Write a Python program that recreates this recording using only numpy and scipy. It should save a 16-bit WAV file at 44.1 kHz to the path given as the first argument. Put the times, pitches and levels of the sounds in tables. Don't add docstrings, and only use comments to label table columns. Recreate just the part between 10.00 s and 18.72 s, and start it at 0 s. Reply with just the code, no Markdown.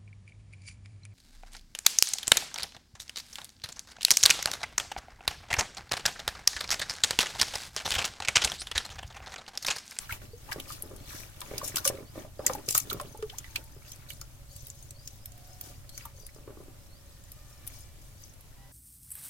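import sys
import numpy as np
from scipy import signal
from scipy.fft import rfft, irfft, next_fast_len
from scipy.io import wavfile
from scipy.ndimage import map_coordinates

SR = 44100
rng = np.random.default_rng(int(sys.argv[2]) if len(sys.argv) > 2 else 0)


def write(x):
    x = np.atleast_2d(x).T
    wavfile.write(sys.argv[1], SR, np.round(np.clip(x, -1, 1) * 32767).astype(np.int16))


N = 384552
TOP_HZ = 16000


def amp(db):
    return 10 ** (np.asarray(db) / 20)


def unit(x):
    return x / np.sqrt(np.mean(x ** 2) + 1e-20)


def along(points, hz):
    f, v = np.transpose(points)
    return np.interp(np.log(hz + 1), np.log(f + 1), v)


def curve(rows):
    times, values = np.transpose(rows)
    return np.interp(np.arange(N) / SR, times, values)


def wobble(rate_hz):
    at = np.arange(0, N + 32, 32)
    knots = rng.standard_normal(int(N * rate_hz / SR) + 4)
    coarse = map_coordinates(knots, [at * rate_hz / SR], order=2)
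    return np.interp(np.arange(N), at, coarse)


def filtered(x, response):
    n = x.shape[-1]
    padded = next_fast_len(n + n // 40 + 256, True)
    gain = np.complex64(response(np.fft.rfftfreq(padded, 1 / SR)))
    return irfft(rfft(np.float32(x), padded) * gain, padded)[..., :n]


def coloured(x, spectrum):
    return unit(filtered(x, lambda hz: amp(along(spectrum, hz))))


def resonance(hz, centre_hz, q):
    damping = 1j * hz * centre_hz / q
    return damping / (centre_hz ** 2 - hz ** 2 + damping)


def add(out, time_s, sound):
    part = out[..., max(round(time_s * SR), 0):][..., :sound.shape[-1]]
    part += sound[..., :part.shape[-1]]


# (frequency [Hz], likeness [0-1])
LIKENESS = [(25, 0.44), (60, 0.95), (120, 0.76), (300, 0.52), (700, 0.53), (1400, 0.044), (4000, 0.027)]


def spread(pair):
    def mid_side(hz):
        turn = np.arccos(np.clip(along(LIKENESS, hz), -1, 1)) / 2
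        return np.array([np.cos(turn), np.sin(turn)])
    mid, side = filtered(pair, mid_side)
    return np.array([mid + side, mid - side])


# (frequency [Hz], relative level [dB])
HISS_SPECTRUM = [(20, 4.5), (65, -11.5), (96, 5.5), (150, -8.5), (260, -16), (340, -26.5), (450, -22),
                 (574, -18), (850, -21), (1200, -23), (3250, -25), (7000, -24.5), (13900, -25.5),
                 (16000, -32)]


def air(hiss_db=-54, rumble_db=-55):
    rumble_spectrum = [(8, -23), (20, -5), (52, -4.5), (80, -10.0), (300, -52)]
    hiss = coloured(rng.standard_normal((2, N)), HISS_SPECTRUM)
    rumble = coloured(rng.standard_normal((2, N)), rumble_spectrum)
    hiss = amp(hiss_db + 0.67 * wobble(2.4)) * hiss
    rumble = amp(rumble_db + 1.5 * wobble(4.4)) * rumble
    return spread(hiss + rumble)


# (time [s], level [dB])
HUM_LEVEL = [(0, -86), (3.8, -79), (4.2, -72.5), (4.9, -69.5), (5.3, -75), (7, -72.5), (8.72, -86)]


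def hum(centre_hz=560, q=18):
    band = filtered(rng.standard_normal(N), lambda hz: resonance(hz, centre_hz, q) ** 2)
    return amp(curve(HUM_LEVEL)) * unit(band)


# (time [s], level [dB])
ENGINE_LEVEL = [(0, -54.5), (3, -52.5), (5.7, -54.5), (7, -58.5), (8.72, -57.5)]
# (frequency [Hz], relative level [dB])
EXHAUST_SPECTRUM = [(45, -6), (70, -12.5), (90, -1), (105, -10), (126, -0.5), (150, -13.5), (220, -26),
                    (400, -31.5), (900, -75)]


def engine(firing_hz=13.85, puff_gain=0.65, puff_s=0.039):
    turns = np.cumsum(firing_hz * (1 + 0.01185 * wobble(2))) / SR
    firings = np.diff(np.floor(turns), prepend=0) * amp(0.62 * wobble(24))
    thuds = coloured(firings, EXHAUST_SPECTRUM)
    puff_envelope = np.exp(-(turns % 1) / firing_hz / puff_s)
    puffs = coloured(puff_envelope * rng.standard_normal((2, N)), EXHAUST_SPECTRUM)
    return amp(curve(ENGINE_LEVEL)) * unit(thuds + puff_gain * spread(puffs))


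# (start [s], length [s], pitch [Hz], glide [octaves], relative level [dB],
# strongest overtone [Hz])
FAR_TONES = [(3.443, 0.3, 912, -0.031, -63, 900), (5.258, 0.53, 713, 0.065, -59, 700),
             (6.921, 0.57, 625, -0.1, -70, 1800), (7.28, 0.51, 613, -.08, -65, 1250),
             (7.3, 0.8, 607, -0.09, -67, 2300), (8.557, 0.16, 972, .01, -61, 1390),
             (8.569, 0.148, 803, -.05, -63.5, 820)]


def far_tones(gain_db=-2, q=3):
    out = np.zeros(N)
    harmonics = np.arange(1, 6)
    for start_s, length_s, pitch_hz, glide_oct, db, strongest_hz in FAR_TONES:
        u = np.linspace(0, 1, int(length_s * SR))
        phase = 2 * np.pi * np.cumsum(pitch_hz * 2 ** (glide_oct * u)) / SR
        waver = 1.5 * wobble(18)[:len(u)]
        envelope = amp(db + gain_db) * np.abs(np.sin(np.pi * u)) ** .5
        gains = np.abs(resonance(harmonics * pitch_hz, strongest_hz, q))
        for k, gain in zip(harmonics, gains / np.linalg.norm(gains)):
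            blur = 1.03 * wobble(110.6)[:len(u)] + k * waver
            add(out, start_s, gain * envelope * np.sin(k * phase + blur))
    return out


# (start [s], relative level [dB], start pitch [Hz], length [s], rise [octaves],
# bend [exponent: under 1 levels off, over 1 turns up late])
BIRD_SLURS = [(.26, -64, 4000, 0.12, .33, 1.1), (0.972, -63, 4180, .13, 0.36, 2),
              (2.04, -62, 4350, 0.093, 0.29, 1.6), (2.38, -62, 4900, .08, .15, 1.2),
              (3.69, -70, 4700, .11, 0.18, 1.2), (4.48, -63, 4400, .12, .25, 2.3),
              (4.93, -61, 4380, 0.18, 0.43, 1.5), (5.21, -61, 4920, 0.091, .14, .9),
              (5.47, -60, 4800, 0.11, 0.18, 0.64), (5.89, -58, 4240, 0.1, 0.204, 2.04),
              (6.2, -59.5, 4780, .11, 0.19, 4), (6.75, -71, 4920, 0.15, 0.15, 1.2),
              (6.88, -64, 4050, 0.15, 0.53, 1.6), (8.15, -65, 4550, 0.2, 0.49, 2)]


def bird(flutter=0.015, blur=1.0, broken_db=3, gain_db=-1):
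    out = np.zeros(N)
    for start_s, db, start_hz, length_s, rise_oct, bend in BIRD_SLURS:
        u = np.linspace(0, 1, int(length_s * SR))
        quaver = flutter * map_coordinates(rng.standard_normal(80), [79 * u])
        pitch_hz = start_hz * (2 ** (rise_oct * u ** bend) + quaver)
        envelope = amp(db + gain_db) * np.abs(np.sin(np.pi * u)) ** .5
        add(out, start_s, envelope * np.sin(2 * np.pi * np.cumsum(pitch_hz) / SR))
    broken = amp(broken_db * np.tanh(wobble(60)))
    return out * broken * (1 + blur * np.array([wobble(300), wobble(300)]))


# (frequency [Hz], 60 dB decay [s])
WALL_DECAY = [(200, 0.1), (600, 0.21), (2000, 0.065), (12000, 0.046)]


def bucket(x):
    hz, t, bins = signal.stft(rng.standard_normal((2, SR // 6)), SR, nperseg=128)
    decay = amp(-60 * t / along(WALL_DECAY, hz)[:, None])
    tail = signal.istft(bins * decay, SR, nperseg=128)[1]
    tail = spread(np.pad(tail, ((0, 0), (64, 0))))
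    return signal.fftconvolve(x, tail / np.linalg.norm(tail[0]), axes=1)[:, :N]


def comb(hz, delay_s=0.0007, copy_db=-6):
    delays_s = delay_s * (.5 + rng.random((2, 1)))
    return 1 + amp(copy_db) * np.exp(-2j * np.pi * hz * delays_s)


def grains(count, low_hz, high_hz, cycles, scatter_db):
    when, place, size, *phases = rng.random((count, 5)).T[..., None]
    pitch_hz = low_hz * (min(high_hz, TOP_HZ) / low_hz) ** place
    k = np.arange(int(.5 * cycles * SR / low_hz))
    age = np.float32(k) * np.float32(pitch_hz / SR)
    strength = np.float32(amp(-scatter_db * np.log(size + .04)))
    decay = np.exp(age * np.float32(-np.log(1000) / cycles))
    envelope = strength * decay * np.minimum(2 * age, 1)
    at = ((when * N).astype(int) + k).ravel()
    trains = []
    for phase in phases:
        rings = envelope * np.sin(2 * np.pi * (age + np.float32(phase)))
        trains.append(np.bincount(at, rings.ravel(), N)[:N])
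    return unit(np.array(trains))


def bubbling(x, spectrum):
    return unit(filtered(x, lambda hz: hz / SR * amp(along(spectrum, hz))))


# (time [s], relative level [dB])
FROTH_LEVEL = [(0, -69), (2.3, -66.5), (3.1, -61), (3.7, -61), (5.1, -61), (6.1, -62), (6.7, -74.5),
               (7.4, -62.5), (8.72, -66.5)]
# (time of peak speed [s], half length [s], relative slosh [dB], relative squish [dB])
HAND_PUSHES = [(0, 0.047, -77, -46), (0.127, 0.029, -53, -44.5), (0.232, 0.029, -54, -53),
               (0.525, 0.12, -57.5, -53), (0.722, 0.085, -61.5, -55.5), (0.938, 0.11, -55.5, -60.5),
               (1.145, 0.095, -55.5, -49), (1.578, 0.22, -54.5, -48.5), (1.866, 0.1, -53.5, -54),
               (2.184, 0.055, -52, -52), (2.503, 0.094, -46.5, -50), (2.91, 0.14, -55, -53.5),
               (3.375, 0.15, -66, -57), (3.572, 0.02, -50, -51.5), (3.946, 0.17, -70, -59),
               (5.65, 0.064, -57.5, -57), (6.016, 0.057, -77, -53.5), (6.543, 0.22, -61, -75),
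               (7.676, 0.095, -65.5, -59.5)]
SLOSH_REST_DB, SQUISH_REST_DB = -67, -68


def stirring(rise=0.91, fall=1.44, froth_db=-6, swell_db=6.0):
    t = np.arange(N, dtype=np.float32) / SR
    slosh, squish = np.zeros(N), np.zeros(N)
    for peak_s, half_s, slosh_db, squish_db in HAND_PUSHES:
        u = (t - peak_s) / half_s
        speed = np.exp(-np.minimum((u / np.where(u < 0, rise, fall)) ** 2, 20))
        slosh += amp(slosh_db) * speed
        squish += amp(squish_db) * speed
    steady_froth = amp(curve(FROTH_LEVEL) + swell_db * wobble(9.7))
    fizz = np.hypot(steady_froth, amp(froth_db) * squish)
    return np.hypot(slosh, amp(SLOSH_REST_DB)), np.hypot(squish, amp(SQUISH_REST_DB)), fizz


# (frequency [Hz], relative level [dB])
SLOSH_SPECTRUM = [(110, -23), (180, 1.5), (300, 0.5), (393, -6.5), (555, -4.5), (718, -11.5), (1060, -18.5),
                  (1500, -14), (1950, -24), (3300, -120)]
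SQUISH_SPECTRUM = [(600, -12.5), (1100, -8.5), (2000, -8), (3500, -12), (6000, -16)]
FIZZ_SPECTRUM = [(1760, -42), (3000, -7), (3910, -5.5), (6390, 1), (7000, -3), (11200, -8), (13700, -10.5),
                 (15300, -16), (16000, -1)]


def churn(slosh_db=-1, squish_db=-2, fizz_db=-2, sliding_db=1):
    slosh, squish, fizz = stirring()
    sliding = rng.standard_normal((2, N))
    pockets = grains(count=2200, low_hz=199, high_hz=1430, cycles=6, scatter_db=1.5)
    pores = grains(count=2600, low_hz=865, high_hz=4020, cycles=25, scatter_db=5.5)
    froth = grains(count=7000, low_hz=3532, high_hz=17100, cycles=200, scatter_db=8)
    low = bubbling(pockets, SLOSH_SPECTRUM)
    middle = unit(bubbling(pores, SQUISH_SPECTRUM) + amp(sliding_db) * coloured(sliding, SQUISH_SPECTRUM))
    high = unit(bubbling(froth, FIZZ_SPECTRUM) + coloured(sliding, FIZZ_SPECTRUM))
    low = slosh * amp(slosh_db) * low
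    middle = squish * amp(squish_db) * middle
    high = fizz * amp(fizz_db) * high
    return spread(low + middle + high)


def bubble(pitch_hz, t60_s, climb_oct_s, attack_s):
    t = np.arange(SR // 6) / SR
    glide = 2 ** (climb_oct_s * np.minimum(t, t60_s))
    phase = 2 * np.pi * np.cumsum(pitch_hz * glide) / SR
    ring = np.sin(phase) * amp(-60 * t / t60_s) * (1 - np.exp(-t / attack_s))
    return ring / np.abs(ring).max()


# (time [s], peak level [dB], pitch [Hz])
HAND_PLUNGES = [(0.121, -32, 70.6), (1.697, -44, 110)]


def plunges(t60_s=0.044, attack_s=0.0014):
    out = np.zeros(N)
    for time_s, db, pitch_hz in HAND_PLUNGES:
        add(out, time_s, amp(db) * bubble(pitch_hz, t60_s, 0, attack_s))
    return out


# (time [s], relative level [dB], start pitch [Hz], length [s], rise [octaves])
FILLING_POCKETS = [(0.477, -46.5, 766, 0.046, 1), (2.432, -45, 722, 0.032, 0.65),
                   (2.506, -49, 830, .032, .5), (2.585, -52, 762, .035, 0.75),
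                   (3.323, -46.5, 695, 0.032, 0.88)]


def slurps(bend=1.76, gain_db=-1, overtone_db=-11):
    out = np.zeros(N)
    for time_s, db, pitch_hz, length_s, rise_oct in FILLING_POCKETS:
        u = np.linspace(0, 1, int(length_s * SR))
        phase = 2 * np.pi * np.cumsum(pitch_hz * 2 ** (rise_oct * u ** bend)) / SR
        tone = np.sin(phase) + amp(overtone_db) * np.sin(2 * phase)
        add(out, time_s, amp(db + gain_db) * np.sin(np.pi * u) * tone)
    return out


# (time [s], relative level [dB], pitch [Hz], glide [octaves/s])
ROUND_BUBBLES = [(0.093, -34, 1426, -6), (.1005, -30.5, 1460, 0), (.11, -29, 2100, 3),
                 (.124, -40.5, 888, 3), (.333, -37.5, 453, 3), (1.614, -35, 1090, 2),
                 (1.781, -31.5, 1420, 4), (1.859, -27, 534, 3), (1.94, -36.5, 520, 4),
                 (2.467, -31, 1970, 0), (2.498, -27, 515, -1.5), (2.55, -28.5, 868, -8.5),
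                 (2.752, -30.5, 1249, 2), (2.911, -36, 1360, -8), (3, -31, 1064, -1),
                 (3.009, -35, 567, 1.5), (3.148, -41.5, 830, 6), (3.19, -40, 450, 0.5),
                 (3.226, -25, 439, -1.8), (6.054, -39, 930, -3)]


def bubbles(cycles=36, gain_db=-2):
    out = np.zeros(N)
    for time_s, db, pitch_hz, climb_oct_s in ROUND_BUBBLES:
        t60_s = cycles / pitch_hz
        plop = bubble(pitch_hz, t60_s, climb_oct_s, attack_s=t60_s / 12)
        add(out, time_s, amp(db + gain_db) * plop)
    return out


# (time [s], peak level before stereo spread [dB])
HAND_SLAPS = [(1.744, -34), (2.9985, -27.5), (3.225, -30.5)]


def slaps(centre_hz=1300, q=1.0, t60_s=0.029):
    out, t = np.zeros((2, N)), np.arange(SR // 25) / SR
    for time_s, db in HAND_SLAPS:
        burst = rng.standard_normal((2, len(t))) * amp(-60 * t / t60_s)
        clap = filtered(burst, lambda hz: resonance(hz, centre_hz, q))
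        add(out, time_s, amp(db) * clap / np.abs(clap).max())
    return spread(out)


# (time [s], relative level [dB], pitch [Hz])
MUD_CAVITIES = [(0.093, -34, 1510), (0.106, -35.5, 2050), (0.1235, -31.5, 2400), (0.217, -47, 1760),
                (0.4894, -40, 885), (0.5185, -27.5, 1710), (0.702, -37, 1210), (1.4155, -36, 1000),
                (1.6146, -37.5, 1110), (1.758, -30, 2900), (1.766, -30.5, 1070), (1.852, -29, 1200),
                (1.875, -28, 2840), (2.4676, -31, 1930), (2.4956, -28.5, 1040), (2.6876, -33, 2760),
                (2.7498, -25, 1256), (2.901, -33, 3470), (2.9104, -32, 1270), (2.9982, -33, 1160),
                (3.297, -38, 3200), (3.442, -40, 1980), (3.5572, -23.5, 2500), (4.214, -46.5, 1400),
                (6.0068, -46, 2220), (6.0536, -43, 1210), (6.289, -50.5, 2020)]


def squelches(q=7, broad_q=0.19, attack_s=0.0021, t60_s=0.021, gain_db=5.5):
    out, t = np.zeros((2, N)), np.arange(SR // 8) / SR
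    for time_s, db, pitch_hz in MUD_CAVITIES:
        envelope = amp(-60 * t / t60_s) * (1 - np.exp(-t / attack_s))
        tearing = rng.standard_normal((2, len(t))) * envelope
        ring = filtered(tearing, lambda hz: resonance(hz, pitch_hz, q) * resonance(hz, pitch_hz, broad_q))
        add(out, time_s, amp(db + gain_db) * ring / np.abs(ring).max())
    return spread(out)


# (time [s], first level [dB], first pitch [Hz],
# run length [s])
POCKET_RUNS = [(.559, -33, 428, .04), (.834, -38.5, 405, .04), (.91, -39, 486, .06), (1.512, -32, 440, .02),
               (1.535, -29.5, 460, .02), (1.556, -41, 325, .02), (1.629, -33, 523, .02),
               (1.741, -35.5, 293, .02), (1.899, -27.5, 487, .02), (1.922, -36, 450, .04),
               (1.984, -36, 470, .02), (2.003, -39, 333, .04), (2.155, -36, 493, .02),
               (2.176, -33.5, 487, .02), (2.247, -39.5, 610, .02), (2.392, -28.5, 483, .02),
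               (2.462, -35.5, 480, .02), (2.495, -32, 807, .02), (2.549, -40.5, 504, .06),
               (2.681, -32.5, 474, .02), (2.749, -38.5, 546, .02), (2.874, -45, 380, .02),
               (2.922, -31.5, 418, .06), (3.008, -37, 560, .02), (3.048, -40.5, 378, .04),
               (3.145, -39.5, 416, .02), (3.763, -45.5, 400, .02), (6.184, -48.5, 470, .02),
               (6.232, -49.5, 470, .02), (6.361, -44.5, 400, .04), (6.475, -35, 406, .02),
               (6.503, -39, 380, .02), (6.57, -40.5, 407, .02), (6.601, -40.5, 412, .02),
               (6.681, -44.5, 334, .02)]


def gulp_runs(gap_s=.022, fade_db=-1.5, sink_ratio=0.775):
    rows = []
    for time_s, db, pitch_hz, length_s in POCKET_RUNS:
        for k in range(int(np.ceil(length_s / gap_s))):
            rows.append((time_s + k * gap_s, db + k * fade_db, pitch_hz * sink_ratio ** k))
    return rows


# (frequency [Hz], relative level [dB])
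SMACK_SPECTRUM = [(100, 5), (240, 2), (550, -1), (800, -11.5), (1150, -5.5), (2000, -21.5), (4000, -32),
                  (9000, -50)]


def gulps(cycles=7, after_db=-11.0, after_s=.035, smack_db=-7.0, smack_t60_s=0.053,
          swell_s=0.00287, climb_oct_s=8):
    out, t = np.zeros(N), np.arange(SR // 12) / SR
    swell = (t / swell_s) ** 3 * np.exp(3 * (1 - t / swell_s))
    for time_s, db, pitch_hz in gulp_runs():
        phase = 2 * np.pi * np.cumsum(pitch_hz * 2 ** (climb_oct_s * t)) / SR
        add(out, time_s, amp(db) * swell * np.sin(phase))
        smack = coloured(rng.standard_normal(len(t)), SMACK_SPECTRUM) * amp(-60 * t / smack_t60_s)
        add(out, time_s + .002, amp(db + smack_db) * smack)
        for when, size in zip(rng.random(4), rng.standard_normal(4)):
            small_hz = pitch_hz * np.exp(0.44 * size)
            small = bubble(small_hz, cycles / small_hz, climb_oct_s=8, attack_s=.001)
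            add(out, time_s + swell_s + after_s * when, amp(db + after_db - 5 * when) * small)
    return out


# (start [s], end [s], level [dB], pitch of the hollow under it [Hz])
FALLING_SHEETS = [(0.087, 0.169, -51, 2400), (0.519, 0.537, -44, 3500), (0.676, 0.769, -46, 4800),
                  (1.076, 1.262, -48.5, 5700), (1.634, 1.703, -37, 6360), (1.759, 1.801, -35.5, 5530),
                  (1.846, 1.894, -28, 5860), (2.475, 2.561, -48, 5600), (2.681, 2.828, -37.5, 6800),
                  (2.704, 2.73, -42, 7200), (2.746, 2.79, -29, 6860), (4.086, 4.136, -48.5, 3920),
                  (5.629, 5.715, -52, 5900), (7.667, 7.687, -46, 12000)]
# (frequency [Hz], relative level [dB])
SPRAY_SPECTRUM = [(700, -27), (1200, -12), (2500, -2.5), (3500, -1.5), (6700, 0), (9000, 2), (11400, 2.5),
                  (12500, -0.5), (14200, 7), (16500, -14)]


def sprays(q=4, broad_db=-5, clump_db=3, clump_rate_hz=170):
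    out = np.zeros((2, N))
    drops = grains(count=30000, low_hz=1660, high_hz=16700, cycles=11.6, scatter_db=3.5)
    drops = bubbling(drops, SPRAY_SPECTRUM) * amp(clump_db * np.tanh(wobble(clump_rate_hz)))
    for start_s, end_s, db, pitch_hz in FALLING_SHEETS:
        length_s = end_s - start_s
        u = np.linspace(-.08, 1.2, int(1.28 * length_s * SR))
        flow = np.interp(u, [-.08, .15, .7, 1.2], [0, 1, .9, 0])
        first = int(rng.random() * (N - len(u)))
        excerpt = drops[:, first:first + len(u)]
        sheet = filtered(excerpt, lambda hz: (resonance(hz, pitch_hz, q) + amp(broad_db)) * comb(hz))
        add(out, start_s - .08 * length_s, amp(db) * flow * unit(sheet))
    return out


# (time [s], level [dB], pitch [Hz], left-right [dB])
BUBBLE_SKINS = [(0.6, -31.5, 3460, -3), (0.8236, -18.5, 11060, 7), (2.4652, -4.5, 7400, -4),
                (2.8995, -24.5, 3830, -4), (3.558, -28, 2550, 1), (4.7012, -26, 7150, 2),
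                (5.6126, -27, 14500, 6), (7.675, -30, 11600, -3)]


def pops(cycles=11, port_turns=0.41):
    out, t = np.zeros((2, N)), np.arange(SR // 100) / SR
    for time_s, db, pitch_hz, pan_db in BUBBLE_SKINS:
        age = t * pitch_hz / cycles
        turns = pitch_hz * t + port_turns * rng.random((2, 1))
        crack = age * np.exp(-np.log(1000) * age) * np.sin(2 * np.pi * turns)
        sides_db = np.array([[pan_db], [-pan_db]]) / 2
        add(out, time_s, amp(db + sides_db) * crack / np.abs(crack).max())
    return out


def spits(count=26, over_froth_db=22.0, scatter_db=3, centre_hz=9500):
    when, size, place, side = rng.random((count, 4)).T
    times_s = (np.arange(count) + when) / count * N / SR
    froth_db = np.interp(times_s, *np.transpose(FROTH_LEVEL))
    db = froth_db + over_froth_db + scatter_db * (2 * size - 1)
    return list(zip(times_s, db, centre_hz * 2 ** (place - .5), 10 * (side - .5)))


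# (time [s], relative level [dB], pitch [Hz], left-right [dB])
FILMS_AND_DROPS = [(0.1233, -25.5, 14400, 6), (.5144, -28, 2680, 5), (0.5269, -24.5, 5300, -1),
                   (0.5997, -24.5, 3220, 0), (0.722, -31, 4770, -7), (0.8223, -29, 11260, 6.5),
                   (.9622, -37, 10400, 8), (1.4052, -28, 7950, 2), (1.415, -27, 3470, 2),
                   (1.5802, -18.5, 5280, -1), (1.7583, -13.5, 7840, 3), (1.769, -16.5, 5040, -1),
                   (1.7824, -24, 4900, 1), (1.8513, -12.5, 6550, -1), (1.876, -9, 9100, -2),
                   (2.465, -11.5, 6400, 9.5), (2.479, -24, 5030, -8), (2.534, -23.5, 6300, -1),
                   (2.55, -27, 14400, 5), (2.6868, -13.5, 5650, 0), (2.7076, -15, 7140, 0),
                   (2.7248, -25, 7180, 11), (2.749, -10, 6500, -2), (2.778, -6, 11470, 1.5),
                   (2.8009, -20, 6500, 4), (2.9002, -25, 3900, -11), (2.908, -29, 6800, 7),
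                   (2.929, -17, 16000, -2), (3.012, -27, 9200, 2), (2.998, -36, 2560, -7),
                   (3.384, -21.5, 6800, 1), (3.559, -18.5, 4120, -0.5), (3.918, -29.5, 6600, -1),
                   (4.103, -29.5, 2920, -10.5), (4.213, -27.5, 5600, 1.5), (4.563, -33, 10400, -2),
                   (4.6685, -30, 13500, -1), (4.702, -34.5, 7000, 2), (4.907, -31, 7600, -2),
                   (5.075, -26.5, 6300, 4), (5.257, -26, 12900, 2), (5.6109, -23.5, 15400, 1),
                   (5.892, -35, 4560, 2), (5.977, -26, 6050, 2), (6.0537, -28.5, 13300, 3),
                   (6.2652, -30.5, 11000, 4), (7.318, -31, 11500, 1), (7.675, -24.5, 11200, 6.5)]


def splats(q=5, broad_db=-11, gain_db=-6, ring_cycles=70, ring_db=-10, stretch_db=-20, tail_db=-21):
    out, t = np.zeros((2, N)), np.arange(SR // 10) / SR
    lead_s, tail_t60_s, rise_s, fall_s = .012, .06, .0012, .0015
    late = t - lead_s - .0013
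    after = np.maximum(late, 0)
    stretch = (late < 0) * amp(stretch_db) * np.exp(-np.abs(late) / 0.00067)
    burst = np.exp(np.minimum(late / rise_s, -late / fall_s))
    spatter = (late > 0) * amp(tail_db - 60 * after / tail_t60_s)
    envelope = burst + stretch + spatter
    for time_s, db, pitch_hz, pan_db in FILMS_AND_DROPS + spits():
        def colour(hz):
            broad = amp(broad_db + along(SPRAY_SPECTRUM, hz))
            return (resonance(hz, pitch_hz, q) + broad) * comb(hz)
        sound = filtered(envelope * rng.standard_normal((2, len(t))), colour)
        sound *= np.linalg.norm(envelope) / np.linalg.norm(sound, axis=1, keepdims=True)
        for size, *phases in rng.standard_normal((4, 3)):
            tiny_hz = min(pitch_hz * np.exp(0.326 * np.tanh(size) - .03), TOP_HZ)
            ring = amp(ring_db - 60 * after * tiny_hz / ring_cycles) * (1 - np.exp(-after / 0.00076))
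            sound += ring * np.sin(2 * np.pi * (tiny_hz * after + np.c_[phases]))
        sides_db = np.array([[pan_db], [-pan_db]]) / 2
        add(out, time_s - lead_s, amp(db + gain_db + sides_db) * sound)
    return out


# (frequency [Hz], left-right [dB])
PORT_BALANCE = [(500, -0.5), (1300, 1), (2500, -1), (3600, -4), (5000, 5.5), (6500, 4), (8500, 5.5),
                (11000, 9), (14000, 8)]


def scene(wet_db=-7.0, plop_wet_db=-15):
    background = air() + hum() + engine() + far_tones() + bird()
    slurry = churn() + slaps() + squelches() + gulps() + sprays()
    slurry = filtered(slurry, lambda hz: amp(np.array([[1], [-1]]) * along(PORT_BALANCE, hz) / 2))
    slurry = slurry + pops() + splats()
    plops = plunges() + slurps() + bubbles()
    walls = bucket(amp(wet_db) * slurry + amp(plop_wet_db) * plops)
    return background + walls + plops + slurry


def record(dry):
    rounded = dry / (1 + np.abs(dry / .85) ** 4) ** .25
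    return filtered(rounded, lambda hz: hz < TOP_HZ)


dry = scene()
out = record(dry)
write(out)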